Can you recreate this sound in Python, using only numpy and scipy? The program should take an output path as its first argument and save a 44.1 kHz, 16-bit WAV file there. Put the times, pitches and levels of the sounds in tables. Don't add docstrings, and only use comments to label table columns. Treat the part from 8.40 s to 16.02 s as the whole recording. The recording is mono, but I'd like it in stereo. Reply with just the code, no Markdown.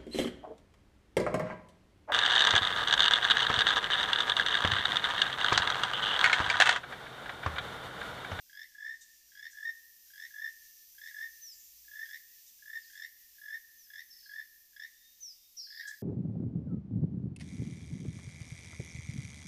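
import sys
import numpy as np
from scipy import signal
from scipy.fft import rfft, irfft
from scipy.io import wavfile
from scipy.ndimage import uniform_filter1d

SR = 44100
rng = np.random.default_rng(int(sys.argv[2]) if len(sys.argv) > 2 else 0)


def wrap_up_sound(samples):
    columns = np.atleast_2d(samples).T
    tamed = np.clip(columns, -1, 1)
    steps = np.round(tamed * 32767).astype(np.int16)
    wavfile.write(sys.argv[1], SR, steps)


N = 336042
TIME_S = np.arange(N) / SR

# (frequency [Hz], density [dB])
RUMBLE_SPECTRUM = [(20, -3.5), (42, -7), (55, 0), (70, -9), (120, -17), (250, -13.5), (400, -20.5),
                   (1300, -25), (3000, -31)]
WIDE_AIR_SPECTRUM = [(30, 1), (250, -3), (500, -1.5), (1400, -.5), (4000, -19.5)]
HISS_SPECTRUM = [(1300, -35.5), (2000, -15), (2700, -10), (3300, -9.5), (4200, -8.5), (5000, -3),
                 (5700, -2), (6800, -4.5), (8000, -9.5), (9000, -7), (9800, -15.5), (12000, -14),
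                 (15000, -12.5)]
SHRILL_SPECTRUM = [(9000, -45), (10500, -11), (11800, -0.5), (12600, -4), (13300, -5), (14500, -1),
                   (15200, -6)]
RASP_SPECTRUM = [(1400, -20), (1650, -9), (1950, 10.5), (2550, -13.5), (3100, -11.5), (3650, -12.5),
                 (4400, -10.5), (5400, -16), (9000, -27)]
# (frequency [Hz], gain [dB])
SONGBIRD_TAIL = [(3000, 3.5), (6000, -1), (10000, 5)]
TOUCAN_TAIL = [(1500, -.5), (1730, -7), (1805, -1), (1870, -5), (1950, -4), (3500, -3), (8000, -3.5)]
# (frequency [Hz], gain [dB])
CHIP_THROAT = [(3100, -28), (3700, -10.5), (4600, -20), (6000, -6), (8200, -12), (9200, -21)]
TOUCAN_BILL = [(1300, -52), (1480, -11.5), (1620, -5), (1830, -1), (2050, -3), (2450, -5), (3300, -3),
               (5600, 0), (9000, -13)]
# (delay [s], level [dB])
TRUNK_ECHOES = [(.0062, -18), (.0122, -12), (.026, -21), (.043, -23)]
# (frequency [Hz], level [dB])
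INSECT_TONES = [(5707, -78), (6137, -75), (7246, -81), (8559, -84), (10664, -90.5), (11413, -83.5),
                (11854, -79), (12042, -81.5), (12516, -77.5), (13808, -81), (14266, -72), (14535, -79.5),
                (14707, -79.5)]
# (start [s], end [s])
LEFT_DROPOUTS = [(.40, 1.25)]
RIGHT_DROPOUTS = [(-.2, .52), (6.27, 7.29)]
# (time [s], length [s], start pitch [Hz], final pitch [Hz], level [dB])
FAR_WHISTLES = [(6.495, 0.3, 3540, 3715, -66.5), (6.919, 0.23, 3490, 3730, -70)]
# (time [s], length [s], first pitch [Hz], first level [dB])
TWITTERS = [(1.113, .04, 6000, -70), (3.118, .11, 7480, -59), (4.41, .04, 5250, -59),
            (5.701, .17, 5534, -55), (7.168, .21, 5550, -48.5)]
# (time [s], length [s], pitch [Hz], level [dB])
WHISTLES = [(3.015, .13, 6320, -46), (5.37, .11, 6455, -60), (6.805, .13, 6320, -45),
            (7.165, 0.1, 6090, -43)]
# (time [s], length [s], fundamental [Hz], level [dB])
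CHIPS = [(.608, 0.039, 737, -52), (1.10, .047, 847, -53.5), (4.062, 0.042, 733, -54),
         (7.468, 0.048, 807, -49)]
# (rattle start [s], crest time [s], close length [s], crest level [dB], crest pitch [Hz])
MELLOW_CROAKS = [(.387, .451, 0.11, -33.5, 1761), (1.133, 1.279, .033, -30.5, 1794),
                 (1.944, 2.047, 0.05, -30, 1773), (2.748, 2.814, 0.064, -31.5, 1766),
                 (3.518, 3.619, .032, -32, 1789), (4.261, 4.359, 0.034, -33, 1794),
                 (5.020, 5.132, .041, -32, 1774), (5.897, 5.987, 0.039, -32, 1756),
                 (7.436, 7.482, 0.063, -34.5, 1700)]
RASPING_CROAKS = [(.132, .218, 0.014, -36, 1773), (.954, 1.030, 0.038, -38, 1746),
                  (1.738, 1.824, 0.028, -37.5, 1774), (2.618, 2.663, 0.023, -38, 1761),
                  (3.691, 3.734, 0.024, -37.5, 1775), (4.535, 4.623, .026, -36, 1799),
                  (5.538, 5.583, .023, -37, 1790), (6.400, 6.423, 0.027, -37, 1760),
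                  (7.306, 7.398, 0.013, -37.5, 1799)]


def undb(db):
    return 10 ** (np.asarray(db) / 20)


def gain_at(hz, spectrum):
    knots_hz, db = np.transpose(spectrum)
    return undb(np.interp(np.log(np.maximum(hz, 1)), np.log(knots_hz), db))


def coloured(x, spectrum):
    n = x.shape[-1]
    return irfft(rfft(x) * gain_at(np.arange(n // 2 + 1) * SR / n, spectrum), n)


def noise(spectrum, shape):
    y = coloured(rng.standard_normal(shape), spectrum)
    return y / y.std()


def walk(rate_hz, n=N):
    step = max(int(SR / rate_hz), 1)
    return 1.2 * uniform_filter1d(np.repeat(rng.standard_normal(n // step + 1), step), step)[:n]


def phase_of(hz):
    return 2 * np.pi * np.cumsum(hz) / SR


def hump(peak_s, width_s):
    return np.exp(-((TIME_S - peak_s) / width_s) ** 2)


def arch(u, peak_at):
    return np.sin(np.pi / 2 * np.interp(u, [0, peak_at, 1], [0, 1, 0]))


def pan(left_db):
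    return undb(np.array([[1], [-1]]) * left_db / 2)


def add(out, time_s, sound):
    i = max(int(time_s * SR), 0)
    part = sound[..., :max(N - i, 0)]
    out[..., i:i + part.shape[-1]] += part


def air(rumble_db=-82.5, drone_db=-80.5, drone_hz=55):
    wide = undb(-6) * noise(WIDE_AIR_SPECTRUM, (2, N))
    drone = np.sin(phase_of(drone_hz + 3 * walk(15))) * hump(peak_s=3.35, width_s=.45)
    return (noise(RUMBLE_SPECTRUM, N) + wide) * undb(rumble_db) + undb(drone_db) * drone


def dropout(spans, fade_s=.2):
    return sum(np.clip(.5 + np.minimum(TIME_S - start_s, end_s - TIME_S) / fade_s, 0, 1)
               for start_s, end_s in spans)


def insects():
    swell = hump(peak_s=3.14, width_s=2.15)
    dropouts = np.array([dropout(LEFT_DROPOUTS), dropout(RIGHT_DROPOUTS)])
    shrill_db = -57 + swell - 19.5 * dropouts - 1.5 * dropouts[::-1]
    shrill = noise(SHRILL_SPECTRUM, (2, N)) * undb(shrill_db + .5 * walk(20)) * pan(2.4)
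    drift = 1 + .0004 * walk(1)
    tones = np.zeros(N)
    for hz, db in INSECT_TONES:
        gain = undb(db + 2.5 * walk(2) + 2 * walk(12))
        tones += gain * np.sin(phase_of(hz * drift + 11 * walk(90)))
    ringing = tones * undb(-6 + 14 * swell) * pan(3.6)
    hiss = noise(HISS_SPECTRUM, (2, N)) + .12 * noise(HISS_SPECTRUM, N)
    hiss_db = -63.5 + 5 * swell + walk(14)
    return shrill + ringing + hiss * undb(hiss_db) * pan(-1.4)


def forest(x, early_db, tail_db, t60_s, spectrum, scatter_db=-14, scatter_t60_s=.14):
    t = np.arange(SR) / SR
    tail = noise(spectrum, (2, SR)) * undb(-60 * t / t60_s) * np.minimum(t / .0077, 1)
    peak_power = uniform_filter1d(abs(rfft(tail)) ** 2, size=200).max()
    tail *= undb(tail_db) / np.sqrt(peak_power)
    scatter = noise(spectrum, (2, SR)) * undb(-60 * t / scatter_t60_s) * np.minimum(t / .005, 1)
    response = tail + undb(scatter_db) * scatter / np.sqrt(np.sum(scatter ** 2) / 2)
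    for delay_s, db in TRUNK_ECHOES:
        for ear in response:
            ear[int((delay_s + rng.uniform(0, .0004)) * SR)] += undb(db + early_db)
    return x + signal.fftconvolve(x, response, axes=1)[:, :N]


def far_whistler():
    out = np.zeros(N)
    for time_s, length_s, start_hz, final_hz, db in FAR_WHISTLES:
        u = np.linspace(0, 1, int(length_s * SR))
        hz = final_hz + (start_hz - final_hz) * (1 - u) ** 2
        envelope = np.sqrt(abs(np.sin(np.pi * u ** 2)))
        add(out, time_s, undb(db) * envelope * np.sin(phase_of(hz)))
    return out


def twitter_notes(gap_s=.061, note_s=.04, sag_hz_per_s=2200, fade_db_per_s=17):
    return [(time_s + late_s, note_s, hz - sag_hz_per_s * late_s, db - fade_db_per_s * late_s)
            for time_s, length_s, hz, db in TWITTERS for late_s in np.arange(0, length_s, gap_s)]


def songbird(notes, glide, waver, peak_at, throat=None):
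    out = np.zeros(N)
    contour = np.polyfit([0, .5, 1], glide, 2)
    for time_s, length_s, pitch_hz, db in notes:
        n = int(length_s * SR)
        u = np.arange(n) / n
        hz = pitch_hz * np.polyval(contour, u) * (1 + waver * walk(400, n))
        phase = phase_of(hz)
        if throat is None:
            tone = np.sin(phase)
        else:
            tone = sum(gain_at(k * hz, throat) * np.sin(k * phase + rng.uniform(0, 2 * np.pi))
                       for k in range(4, 14))
        add(out, time_s, undb(db + 2 * walk(120, n)) * arch(u, peak_at) ** .49 * tone)
    return out * pan(-1.1)


def pulse_times(start_s, crest_s, close_s, close_gap_s, tick_gap_s=.0335, open_gap_s=.0212, gap_s=.023):
    ticks = [start_s - 2 * tick_gap_s, start_s - tick_gap_s]
    opening = start_s + open_gap_s * np.arange(3)
    opening = opening[opening < crest_s - gap_s / 2]
    swelling = np.arange(crest_s - gap_s, max(opening, default=start_s) + gap_s / 2, -gap_s)
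    closing = crest_s + np.linspace(0, close_s, max(round(close_s / close_gap_s), 1) + 1)
    return [*ticks, *opening, *swelling, *closing]


def syrinx_pulse(hz, length_s, overtones_db, jitter_rad, peak_at):
    n = int(length_s * SR)
    phase = 2 * np.pi * hz * np.arange(n) / SR + jitter_rad * walk(700, n)
    tone = sum(undb(db) * np.sin(k * phase) for k, db in enumerate([0, *overtones_db], 1))
    return tone * arch(np.arange(n) / n, peak_at) ** 2


def rasp(rise_s=.0064, decay_s=.026):
    t = np.arange(SR // 20) / SR
    return noise(RASP_SPECTRUM, len(t)) * np.exp(-t / decay_s) * np.minimum(t / rise_s, 1)


def toucan(croaks, pulse_s, last_pulse_s, close_gap_s, peak_at, glide_hz, close_rise_hz,
           overtones_db, jitter_rad, rasp_db, last_db, pan_db, swell_db=15):
    out = np.zeros((2, N))
    for start_s, crest_s, close_s, crest_db, crest_hz in croaks:
        for k, time_s in enumerate(pulse_times(start_s, crest_s, close_s, close_gap_s)):
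            early = max(crest_s - time_s, 0) / .1
            after = max(time_s - crest_s, 0) / close_s
            closure = np.sqrt(after)
            length_s = (pulse_s + (last_pulse_s - pulse_s) * closure) / (1 + .35 * early)
            hz = crest_hz - glide_hz * early + close_rise_hz * closure + 20 * rng.standard_normal()
            slack = early ** 2 / (.5 + early) + .7 * (k == 0)
            db = crest_db - swell_db * slack + last_db * after ** 4 + rng.standard_normal()
            gain = undb(db) * pan(pan_db)
            pulse = syrinx_pulse(hz, length_s, overtones_db, jitter_rad * (1 + after), peak_at)
            add(out, time_s - peak_at * length_s, gain * pulse)
            add(out, time_s - .003, gain * undb(rasp_db + 7.6 * closure) * rasp())
    return coloured(out, TOUCAN_BILL)


def scene():
    mellow = toucan(MELLOW_CROAKS, pulse_s=.0205, last_pulse_s=.016, close_gap_s=.0148, peak_at=.48,
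                    glide_hz=75.6, close_rise_hz=30.3, overtones_db=[-20, -23, -38], jitter_rad=.16,
                    rasp_db=-30.5, last_db=-15.5, pan_db=1)
    rasping = toucan(RASPING_CROAKS, pulse_s=.016, last_pulse_s=.009, close_gap_s=.0125, peak_at=.33,
                     glide_hz=139, close_rise_hz=65, overtones_db=[-12, -14, -23], jitter_rad=.21,
                     rasp_db=-20.5, last_db=-2, pan_db=3)
    toucans = forest(mellow + rasping, early_db=5.5, tail_db=-4.5, t60_s=.9, spectrum=TOUCAN_TAIL)
    whistles = songbird(WHISTLES, glide=(.99, .875, .742), waver=.011, peak_at=.28)
    twitters = songbird(twitter_notes(), glide=(.98, .95, .73), waver=.025, peak_at=.38)
    chips = songbird(CHIPS, glide=(.93, 1.01, .91), waver=.022, peak_at=.3, throat=CHIP_THROAT)
    calls = whistles + chips + far_whistler()
    clear_birds = forest(calls, early_db=1.5, tail_db=1.5, t60_s=.6, spectrum=SONGBIRD_TAIL)
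    deep_birds = forest(twitters, early_db=-3, tail_db=13, t60_s=.77, spectrum=SONGBIRD_TAIL)
    return toucans + clear_birds + deep_birds + insects() + air()


def record(dry, top_hz=15100):
    return signal.sosfilt(signal.ellip(10, .2, 70, top_hz, fs=SR, output="sos"), dry)


dry = scene()
out = record(dry)
wrap_up_sound(out)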